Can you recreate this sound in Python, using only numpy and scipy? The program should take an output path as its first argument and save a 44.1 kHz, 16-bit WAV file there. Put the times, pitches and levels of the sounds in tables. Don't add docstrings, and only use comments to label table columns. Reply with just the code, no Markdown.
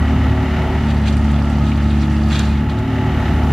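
import sys
import numpy as np
from scipy import signal
from scipy.fft import rfft, irfft
from scipy.io import wavfile
from scipy.ndimage import uniform_filter1d, map_coordinates

SR = 44100
rng = np.random.default_rng(int(sys.argv[2]) if len(sys.argv) > 2 else 0)


def unload_audio(sound):
    columns = np.transpose(np.atleast_2d(sound))
    steps = np.round(np.clip(columns, -1, 1) * 32767)
    wavfile.write(sys.argv[1], SR, steps.astype(np.int16))


N = 155232


def undb(db):
    return 10 ** (np.asarray(db) / 20)


def unit(x):
    return x / np.sqrt(np.mean(x ** 2) + 1e-18)


def curve(rows, axis=1):
    rows = np.array(rows)
    return np.interp(np.arange(N) / SR, rows[:, 0], rows[:, axis])


def gains(points, size):
    hz, db = np.array(points).T
    bins_hz = np.arange(size // 2 + 1) * SR / size
    return undb(np.interp(np.log(bins_hz + 1), np.log(hz), db))


def colour(x, points):
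    return irfft(rfft(x) * gains(points, len(x)), len(x))


def coloured_noise(points, size=N):
    return unit(colour(rng.standard_normal(size), points))


def walk(steps_per_s):
    hold = int(SR / steps_per_s)
    steps = np.repeat(rng.standard_normal(N // hold + 1), hold)
    return unit(uniform_filter1d(uniform_filter1d(steps, hold), hold)[:N])


# frequency_hz, side_minus_mid_db
MIC_SPREAD = [(60, -42), (170, -25.5), (700, -22), (2800, -12), (9000, -.5), (14000, 0)]


def stereo(mid, side):
    return mid + colour(side, MIC_SPREAD) * np.array([[1], [-1]])


# time_s, load_share (0 to 1)
HYDRAULIC_LOAD = [(0, .35), (.22, .45), (.38, .21), (.72, .16), (.97, 1), (2.52, .98), (2.82, 0),
                  (3.18, .36), (3.5, .37)]
FREE_HZ, SAG_HZ = 74.95, 2.9
SPEED_JITTER = .0016


def crankshaft():
    load = curve(HYDRAULIC_LOAD)
    rate = FREE_HZ - SAG_HZ * load
    firings = np.cumsum(rate * (1 + SPEED_JITTER * walk(25))) / SR
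    return load, rate, firings


# time_s, level_db
BEAT_LEVEL = [(0, -16.5), (.2, -16.5), (.5, -20), (.95, -16.5), (1.75, -17), (2.5, -17), (2.88, -25.5),
              (3.15, -20), (3.5, -16.5)]
# time_s, level_db
HUM_LEVEL = [(0, -56), (1.7, -34.5), (2.05, -28.5), (2.35, -31), (2.7, -49), (3.5, -39)]
# multiple_of_firing_rate, free_level_db, loaded_level_db
EXHAUST = [(2, -27, -23.5), (3, -28.5, -20.5), (4, -43, -36.5), (5, -29.5, -39)]
# multiple_of_firing_rate, free_level_db, loaded_level_db
ENGINE_TONES = [(.7, -31.5, -36.5), (1.46, -23.5, -29), (2.5, -39, -40), (3.51, -26, -32),
                (3.75, -46, -35.5), (8, -50, -46), (8.5, -42, -47), (9.5, -40.5, -50.5), (12.5, -51, -45),
                (17.5, -49, -46), (19, -47, -45)]
HUM_ORDER = 4.36
BEAT_WAVER_DB, TONE_WAVER_DB = 1.1, 3.2
SMEAR_RAD = 1.178


def drone(firings, load):
    turn = 2 * np.pi * firings
    out = undb(curve(BEAT_LEVEL) + BEAT_WAVER_DB * walk(24)) * np.cos(turn)
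    out = out + undb(curve(HUM_LEVEL)) * np.cos(HUM_ORDER * turn)
    for k, free, loaded in EXHAUST:
        level_db = free + (loaded - free) * load + BEAT_WAVER_DB * walk(22)
        lag = SMEAR_RAD * (1 - load) * (k - 1) ** 2
        out = out + undb(level_db) * np.cos(k * turn - lag)
    for k, free, loaded in ENGINE_TONES:
        level_db = free + (loaded - free) * load + TONE_WAVER_DB * walk(12)
        out = out + undb(level_db) * np.cos(k * turn + 2 * np.pi * rng.random())
    return np.sqrt(2) * out


# time_s, level_db
RUMBLE_LEVEL = [(0, -22.5), (.7, -23), (1.1, -26), (2.5, -25), (2.8, -25.5), (3.05, -22.5), (3.5, -19)]
# frequency_hz, relative_density_db
RUMBLE = [(15, -39), (30, -17), (48, -6), (70, -7.5), (115, -2.5), (160, -4.5), (260, -10.5), (340, -14),
          (450, -24), (900, -58)]


def rumble():
    return undb(curve(RUMBLE_LEVEL)) * coloured_noise(RUMBLE)


FIRING_DEPTH, TURN_DEPTH = 0.059, 0.11
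RATTLE_WAVER_DB = 1.1


def rattle(firings, spectrum, repeat):
    size = 4 * int(SR / 75)
    cycle = coloured_noise(spectrum, size)
    locked = map_coordinates(cycle, [firings / 4 % 1 * size], mode="grid-wrap")
    loose, side = coloured_noise(spectrum), coloured_noise(spectrum)
    mid = np.sqrt(repeat) * locked + np.sqrt(1 - repeat) * loose
    firing_swell = FIRING_DEPTH * np.cos(2 * np.pi * firings)
    turn_swell = TURN_DEPTH * np.cos(np.pi * firings)
    gate = unit(np.exp(firing_swell + turn_swell))
    return gate * undb(RATTLE_WAVER_DB * walk(18)) * stereo(mid, side)


# time_s, level_db
KNOCK_LEVEL = [(0, -29.5), (.85, -28.5), (1.05, -32.5), (2.25, -34), (2.37, -31.5), (2.5, -35),
               (3.1, -29.5), (3.5, -29)]
# frequency_hz, relative_density_db
KNOCK = [(150, -38), (330, -3.5), (420, -5), (520, -7.5), (660, .5), (900, -1.5), (1010, -9.5), (3000, -51)]
KNOCK_REPEAT = 0.41


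def knock(firings):
    return undb(curve(KNOCK_LEVEL)) * rattle(firings, KNOCK, KNOCK_REPEAT)


# time_s, level_db
RASP_LEVEL = [(0, -35.5), (.85, -36.5), (1.1, -38.5), (2.7, -39), (3.4, -34)]
# frequency_hz, relative_density_db
RASP = [(300, -62), (950, -16.5), (1150, 0.5), (1420, -1.5), (1540, -11.5), (3000, -74)]


def rasp(firings):
    return undb(curve(RASP_LEVEL)) * rattle(firings, RASP, KNOCK_REPEAT)


# time_s, level_db
CLATTER_LEVEL = [(0, -34), (.85, -32.5), (1.3, -36), (2.7, -36.5), (3.27, -32), (3.5, -35)]
# frequency_hz, relative_density_db
CLATTER = [(900, -10), (1500, -1), (1950, 5), (2400, -4), (3000, -0.5), (3400, -10.5), (3900, -9),
           (4400, -16.5), (6400, -20.5), (9000, -35), (13500, -45), (16000, -57)]


def clatter(firings):
    return undb(curve(CLATTER_LEVEL)) * rattle(firings, CLATTER, 0.57)


# time_s, level_db
PANEL_LEVEL = [(0, -43), (1.2, -43), (2.3, -39.5), (3.0, -35.5), (3.5, -34.5)]
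PANEL_HZ, PANEL_WIDTH_HZ, PANEL_WAVER_DB = 861, 31, 2


def panel(firings, rate):
    out = 0
    for k in np.arange(22, 26) / 2:
        detune = 2 * (k * rate - PANEL_HZ) / PANEL_WIDTH_HZ
        response = 1 / np.hypot(1, detune ** 2)
        ring = np.cos(2 * np.pi * k * firings + walk(25) / np.pi)
        out = out + response * undb(PANEL_WAVER_DB * walk(20)) * ring
    return undb(curve(PANEL_LEVEL)) * unit(out)


PUMP_HZ, PUMP_DB, PUMP_FADE_DB_PER_S = 1928, -38.5, 21


def pump():
    t = np.arange(N) / SR
    whine = unit(np.sin(2 * np.pi * PUMP_HZ * t + walk(19)))
    return undb(PUMP_DB - PUMP_FADE_DB_PER_S * t) * whine


def engine():
    load, rate, firings = crankshaft()
    low = drone(firings, load) + rumble() + panel(firings, rate) + pump()
    quarter_cycle = np.imag(signal.hilbert(low))
    return stereo(low, quarter_cycle) + knock(firings) + rasp(firings) + clatter(firings)


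GRAIN_Q = 4.6


def grains(grains_per_s, spread_db, spectrum, bands=28):
    out = 0
    for hz in np.linspace(600, 14000, bands):
        when, chance, size = rng.random((3, 2000))
        landed = chance < grains_per_s * N / SR / bands / len(when)
        sizes = undb(spread_db * np.minimum(-np.log(size), 5)) * landed
        taps = np.bincount((when * N).astype(int), sizes, N)
        b, a = signal.iirpeak(hz, GRAIN_Q, fs=SR)
        out = out + signal.lfilter(b, a, taps) / np.sqrt(hz)
    return unit(colour(out, spectrum))


# time_s, level_db
CRUMB_LEVEL = [(0, -50), (.7, -51), (.88, -47), (1.3, -44), (1.65, -46.5), (2.05, -45), (2.45, -43),
               (2.65, -59), (3.5, -47.5)]
# frequency_hz, gain_db
CRUMB = [(1000, 1), (3000, 7.5), (5500, 0.5), (11000, -15), (14000, -26)]


def crumbs():
    return undb(curve(CRUMB_LEVEL)) * grains(3500, 4, CRUMB)


# peak_s, level_db, rise_s, decay_s
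SPLATS = [(.91, -36.5, 0.029, 0.0093), (1.082, -28, 0.019, 0.012), (1.127, -33.5, .004, 0.007),
          (1.69, -37, 0.043, .03), (1.91, -41, .053, 0.047), (2.022, -37, .0087, .023),
          (2.326, -29, 0.024, .019), (2.357, -26, 0.023, 0.013), (2.396, -28, 0.014, 0.021),
          (2.445, -36, 0.018, 0.086), (2.698, -36, .004, 0.016), (2.789, -36, 0.0054, 0.0073)]
# frequency_hz, gain_db
SPLAT = [(200, -19), (700, -4), (1300, 4.5), (1900, 5), (2700, 6), (3800, 7), (5000, -3.5), (7300, -8),
         (10000, -20), (14000, -28)]


def splats():
    t = np.arange(N) / SR
    power = 0
    for peak, db, rise, decay in SPLATS:
        distance = np.maximum((peak - t) / rise, (t - peak) / decay)
        power = power + undb(2 * db) * np.exp(-2 * distance)
    return np.sqrt(power) * grains(12000, 3.5, SPLAT)


# start_s, level_db, centre_hz, decay_s
SMACKS = [(1.169, -39.5, 8700, .004), (1.454, -45, 7950, .002), (1.499, -39, 7300, .0035),
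          (1.717, -28, 2480, 0.011), (2.357, -21, 3550, 0.0028), (2.361, -22, 1480, 0.003),
          (2.394, -21.5, 6900, 0.0011), (2.397, -23, 1390, .007), (2.574, -34.5, 3700, 0.0034)]
SMACK_OCTAVES = .42


def smacks():
    t = np.arange(N) / SR
    octaves = np.log2(np.arange(N // 2 + 1) * SR / N + 1)
    noise, out = rfft(rng.standard_normal(N)), 0
    for start, db, hz, decay in SMACKS:
        offset = (octaves - np.log2(hz)) / SMACK_OCTAVES
        spray = unit(irfft(noise / (1 + offset ** 2) ** 2, N))
        out = out + undb(db) * spray * (t >= start) * np.exp(-abs(t - start) / decay)
    return out


FENCE_DECAY_S, FENCE_DB = 0.012, -1.5


def fence(x):
    t = np.arange(N) / SR
    tail = unit(rng.standard_normal(N) * np.exp(-t / FENCE_DECAY_S)) / np.sqrt(N)
    return undb(FENCE_DB) * signal.fftconvolve(x, tail)[:N]


def soil():
    pair = []
    for _ in range(2):
        falling = crumbs() + splats()
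        pair.append(falling + fence(falling) + smacks())
    return stereo(*pair)


def scene():
    return engine() + soil()


def record(dry):
    sections = signal.ellip(8, .2, 70, 14700, fs=SR, output="sos")
    return signal.sosfilt(sections, dry)


dry = scene()
out = record(dry)
unload_audio(out)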